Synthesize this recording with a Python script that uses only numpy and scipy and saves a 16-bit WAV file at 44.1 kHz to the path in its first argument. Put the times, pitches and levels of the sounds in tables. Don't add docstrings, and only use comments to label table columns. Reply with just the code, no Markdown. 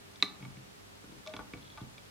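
import sys
import numpy as np
from scipy import signal
from scipy.fft import rfft, irfft
from scipy.io import wavfile
from scipy.ndimage import uniform_filter1d

SR = 44100
rng = np.random.default_rng(int(sys.argv[2]) if len(sys.argv) > 2 else 0)


def dump_mix(stems):
    frames = np.atleast_2d(stems).T
    limited = np.clip(frames, -1, 1)
    pcm = np.round(limited * 32767).astype(np.int16)
    wavfile.write(sys.argv[1], SR, pcm)


def makeup_ratio(level_db):
    decades = np.asarray(level_db, float) / 20
    return 10 ** decades


N = 92610

# (frequency [Hz], level [dB rms])
HUM_LINES = [(49.5, -72.5), (97.5, -74.5), (100, -67), (150, -74.5), (200, -70.5), (298, -84.5),
             (400, -74.5)]
# (frequency [Hz], density [dB/Hz])
HISS_MID = [(36, -18), (50, -1), (140, -1.5), (400, -7), (900, -11), (4000, -15.5), (11000, -24),
            (16000, -30.5)]
# (frequency [Hz], density [dB/Hz])
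HISS_OPPOSED = [(30, -42), (50, -5.5), (250, -1.5), (500, -3), (1000, -6), (4000, -12.5), (11000, -22),
                (16000, -30)]
# (time [s], level [dB])
BAND_PLUCKS = [
    (1.264, -45),
    (1.277, -46),
    (1.303, -48),
]
# (time [s], length [s], level [dB])
RUBBER_CREAKS = [
    (1.620, .012, -51),
    (1.648, .016, -49),
    (1.672, .01, -53),
    (1.700, .008, -48),
    (1.718, .006, -51),
    (1.730, .006, -48),
    (1.764, .008, -54),
    (1.810, .006, -54),
]
# (time [s], level [dB], tilt [dB/octave])
TABLE_THUMPS = [(0.402, -39, -5), (0.423, -30, -7), (0.455, -32.5, -8), (0.506, -46, -8),
                (0.568, -38, -6.8), (0.603, -51, 2), (1.038, -42, -1.5), (1.072, -46, 0.5),
                (1.091, -42, -2), (1.118, -40, -0.5), (1.151, -50, 3), (1.164, -44.5, -1), (1.336, -42, 6),
                (1.362, -38.5, -4), (1.389, -42, 6.2), (1.416, -58, -15), (1.532, -39, 6.2),
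                (1.551, -41, -1.5), (1.569, -36.5, -9), (1.811, -28, -6.5), (1.828, -48, -12),
                (1.861, -48, 0.1)]
# (time [s], level [dB])
HAND_SHOVES = [
    (1.336, -58),
    (1.398, -47.5),
    (1.533, -47),
    (1.811, -47),
]
# (time [s], peg level [dB], rail level [dB], base level [dB])
LIGHT_TAPS = [(.158, -43, -53, -68), (.202, -44.5, -47, -68), (.404, -56, -51, -54), (.425, -54, -41, -44),
              (.450, -50, -40.5, -41.5), (.569, -59, -46.5, -60), (1.040, -72.5, -61, -48),
              (1.121, -59, -52, -52), (1.2626, -41.5, -55, -44), (1.273, -31.5, -35.5, -44),
              (1.294, -44, -59, -47), (1.3374, -37, -33, -35), (1.3648, -35, -39.5, -36.5),
              (1.391, -53, -49, -31.5), (1.404, -65, -55, -37.5), (1.5357, -42.5, -33.5, -41.5),
              (1.574, -46, -53, -52.5), (1.7744, -44.5, -43, -38.5), (1.781, -52, -55, -38.5),
              (1.8046, -52, -55, -44.5), (1.980, -44, -43, -52)]
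# (time [s], peg level [dB], body level [dB])
HOOK_SNAP = [
    (.2247, -9.5, -17),
]
BAND_MODES = [(624, 0, .22), (652, -8, .13), (1190, -13, .08)]
# (frequency [Hz], level [dB], T60 [s])
TABLE_MODES = [(131.6, -4.5, 0.31), (187.5, -6, 0.21), (269, -5, .16), (310.6, -8, .16), (404.7, -12, 0.17),
               (494, -17.5, 0.14), (228, -8, 0.16)]
# (frequency [Hz], level [dB], T60 [s])
LEG_MODES = [(55, 0, 0.17), (101, -4.5, .2)]
# (frequency [Hz], level [dB], T60 [s])
PEG_MODES = [(3395, -1, 0.014), (3914, -8.5, 0.021), (4290, -13, 0.023), (5030, -18.5, 0.024),
             (5620, -19.5, 0.014), (6670, -20, .012)]
# (frequency [Hz], level [dB], T60 [s])
RAIL_MODES = [(2270, -3, .04), (2600, -10, .025), (2015, -16, .02), (1745, -14, .025), (2950, -18, .02)]
# (frequency [Hz], level [dB], T60 [s])
BASE_MODES = [(864, -9, 0.064), (1160, -9.5, 0.058), (1454, -9, 0.069), (1140, -22, 0.044),
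              (710, -18, 0.046)]
# (frequency [Hz], level [dB], T60 [s])
SNAP_PEG_MODES = [(3690, 2.5, .014), (4050, 3.5, .014), (3880, -20, .04), (4350, -13, .012)]
# (frequency [Hz], level [dB], T60 [s])
SNAP_TIP_MODES = [(4560, -24, .02), (5000, -25, .02), (5770, -21, .015), (7300, -34, .012),
                  (3300, -19, .012)]
# (frequency [Hz], level [dB], T60 [s])
SNAP_BODY_MODES = [(2255, -4, .032), (2570, -8, .03), (2015, -7, .035), (1745, -10, .025),
                   (2950, -10, .015), (1470, -14, .025), (1180, -7, .035), (1000, -12, .03),
                   (620, -20, .04), (404, -14, .07), (300, -12, .06), (265, -15, .06), (190, -21, .2)]

SCATTER_DB, DETUNE_RATIO, RISE_CYCLES, SIDE_DB = 1.5, .02, .7, -15
PEG_DB, RAIL_DB, BASE_DB, TABLE_DB = -1.5, -3, -3.5, -6.5
TICK_DB, TICK_S, SNAP_RATTLE_S = 1, .0027, .005


def walk(rate_hz):
    k = int(SR / rate_hz)
    steps = np.repeat(rng.standard_normal(N // k + 1), k)
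    return 1.3 * uniform_filter1d(uniform_filter1d(steps, k), k)[:N]


def coloured(spectrum, level_db):
    hz = np.maximum(np.fft.rfftfreq(N, 1 / SR), 1)
    knot_hz, knot_db = np.array(spectrum).T
    gain = makeup_ratio(np.interp(np.log(hz), np.log(knot_hz), knot_db)) * (hz > 20)
    bins = rfft(rng.standard_normal(N)) * gain
    octave = np.log2(hz / 30)
    noise = np.zeros(N)
    for k in range(-1, 11):
        band = irfft(bins * np.clip(1 - abs(octave - k), 0, 1), N)
        noise += band * makeup_ratio(.35 * walk(9.35))
    return noise * makeup_ratio(level_db) / noise.std()


def hum():
    t = np.arange(N) / SR
    out = np.zeros(N)
    for hz, db in HUM_LINES:
        level = np.sqrt(2) * makeup_ratio(db + 2 * walk(5.2))
        out += level * np.sin(2 * np.pi * (hz * t + rng.random()))
    return out


def floor():
    mid = hum() + coloured(HISS_MID, -58)
    side = makeup_ratio(-10) * hum() + coloured(HISS_OPPOSED, -55.5)
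    return np.array([mid + side, mid - side])


def room(dry):
    t = np.arange(SR // 2) / SR
    gap_s, alike = .0045, .5
    noise = rng.standard_normal((3, len(t)))
    noise = (np.sqrt(alike) * noise[0] + np.sqrt(1 - alike) * noise[1:]) * (t > gap_s)
    low = signal.sosfilt(signal.butter(2, 1400, fs=SR, output="sos"), noise)

    def tail(x, db, t60_s):
        rate = np.log(1000) / t60_s
        return x * np.exp(-rate * t) * makeup_ratio(db) * np.sqrt(2 * rate / SR)

    echo = tail(noise - low, -11, .31) + tail(low, -4, .45)
    return signal.fftconvolve(dry.mean(0)[None], echo, axes=1)[:, :N]


def ring(times_s, levels_db, modes, tilts=0., scatter_db=SCATTER_DB, pan_db=0., length_s=.5, rise=RISE_CYCLES):
    out, t = np.zeros((2, N + SR)), np.arange(int(length_s * SR)) / SR
    hz, db, t60_s = np.array(modes).T[:, :, None]
    sign = (-1.) ** np.arange(len(modes))[:, None]
    chance = rng.standard_normal((40, 3, 14, 1))[:, :, :len(modes)]
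    pan = makeup_ratio(np.array([[pan_db], [-pan_db]]) / 2)
    tilts = np.broadcast_to(tilts, len(times_s))
    for s, level_db, tilt, (level_draw, pitch_draw, lean) in zip(times_s, levels_db, tilts, chance):
        f = hz * (1 + DETUNE_RATIO * pitch_draw * scatter_db / SCATTER_DB)
        gain = makeup_ratio(level_db + db + scatter_db * level_draw + tilt * np.log2(hz / hz[0])) * sign
        shape = gain * np.exp(-np.log(1000) * t / t60_s) * (1 - np.exp(-t * f / rise))
        mid = (shape * np.sin(2 * np.pi * f * t)).sum(0)
        side = makeup_ratio(SIDE_DB) * (lean * shape * np.cos(2 * np.pi * f * t)).sum(0)
        i = int(s * SR)
        out[:, i:i + len(t)] += np.array([mid + side, mid - side]) * pan
    return out[:, :N]


def burst(times_s, levels_db, decay_s, lo_hz, hi_hz):
    out, t = np.zeros((2, N + SR)), np.arange(SR // 20) / SR
    envelope = np.exp(-t / decay_s) * (1 - np.exp(-t / .0009))
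    noise = rng.standard_normal((40, 3, len(t)))
    for s, db, n in zip(times_s, levels_db, noise):
        i = int(s * SR)
        out[:, i:i + len(t)] += makeup_ratio(db) * (n[0] + .68 * n[1:]) * envelope
    band = signal.butter(2, [lo_hz, hi_hz], "band", fs=SR, output="sos")
    return signal.sosfilt(band, out[:, :N])


def twang():
    s, db = np.array(BAND_PLUCKS).T
    return ring(s, db, BAND_MODES, scatter_db=.3, pan_db=4.5)


def creak():
    steps_per_s = 500
    slips = np.zeros(N)
    for start_s, length_s, level_db in RUBBER_CREAKS:
        when, size = rng.random((2, 40))
        steps_s = start_s + (np.cumsum(2 * when) - when[0]) / steps_per_s
        keep = steps_s < start_s + length_s
        slips[(steps_s[keep] * SR).astype(int)] = makeup_ratio(level_db) * (.13 + size[keep])
    peg = ring([0], [0], PEG_MODES[:3], scatter_db=0., length_s=.05)[:, :2400]
    return signal.fftconvolve(slips[None], peg, axes=1)[:, :N]


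def table():
    s, db, tilt = np.array(TABLE_THUMPS).T
    shove_s, shove_db = np.array(HAND_SHOVES).T
    return ring(s, db + TABLE_DB, TABLE_MODES, tilt) + ring(shove_s, shove_db, LEG_MODES)


def taps():
    s, peg, rail, base = np.array(LIGHT_TAPS).T
    out = ring(s, peg + PEG_DB, PEG_MODES, length_s=.1)
    out += ring(s, rail + RAIL_DB, RAIL_MODES, length_s=.15)
    out += ring(s, base + BASE_DB, BASE_MODES, pan_db=3.5, length_s=.2)
    out += burst(s, peg + TICK_DB - 1.5, TICK_S, 3100, 5700)
    out += burst(s, rail + TICK_DB - 3, 2 * TICK_S, 2000, 3000)
    return out + burst(s, base + TICK_DB, 4 * TICK_S, 590, 1400)


def snap():
    s, peg, body = np.array(HOOK_SNAP).T
    out = ring(s, peg, SNAP_PEG_MODES, scatter_db=0., rise=5.)
    out += ring(s, body, SNAP_BODY_MODES, scatter_db=0., pan_db=1.5, rise=2.5)
    out += ring(s, peg, SNAP_TIP_MODES, scatter_db=0.)
    out += burst(s, [-36], .002, 5960, 11600)
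    out += burst(s, [-23], SNAP_RATTLE_S, 460, 3100)
    out += burst(s, [-25], SNAP_RATTLE_S / 2, 4600, 6400)
    return out + burst(s, [-36], .013, 500, 6500)


def scene():
    dry = twang() + creak() + table() + taps() + snap()
    return dry + room(dry) + floor()


def top_cut(x):
    return signal.sosfilt(signal.butter(12, 15760, fs=SR, output="sos"), x)


def record(dry):
    return top_cut(dry)


dry = scene()
out = record(dry)
dump_mix(out)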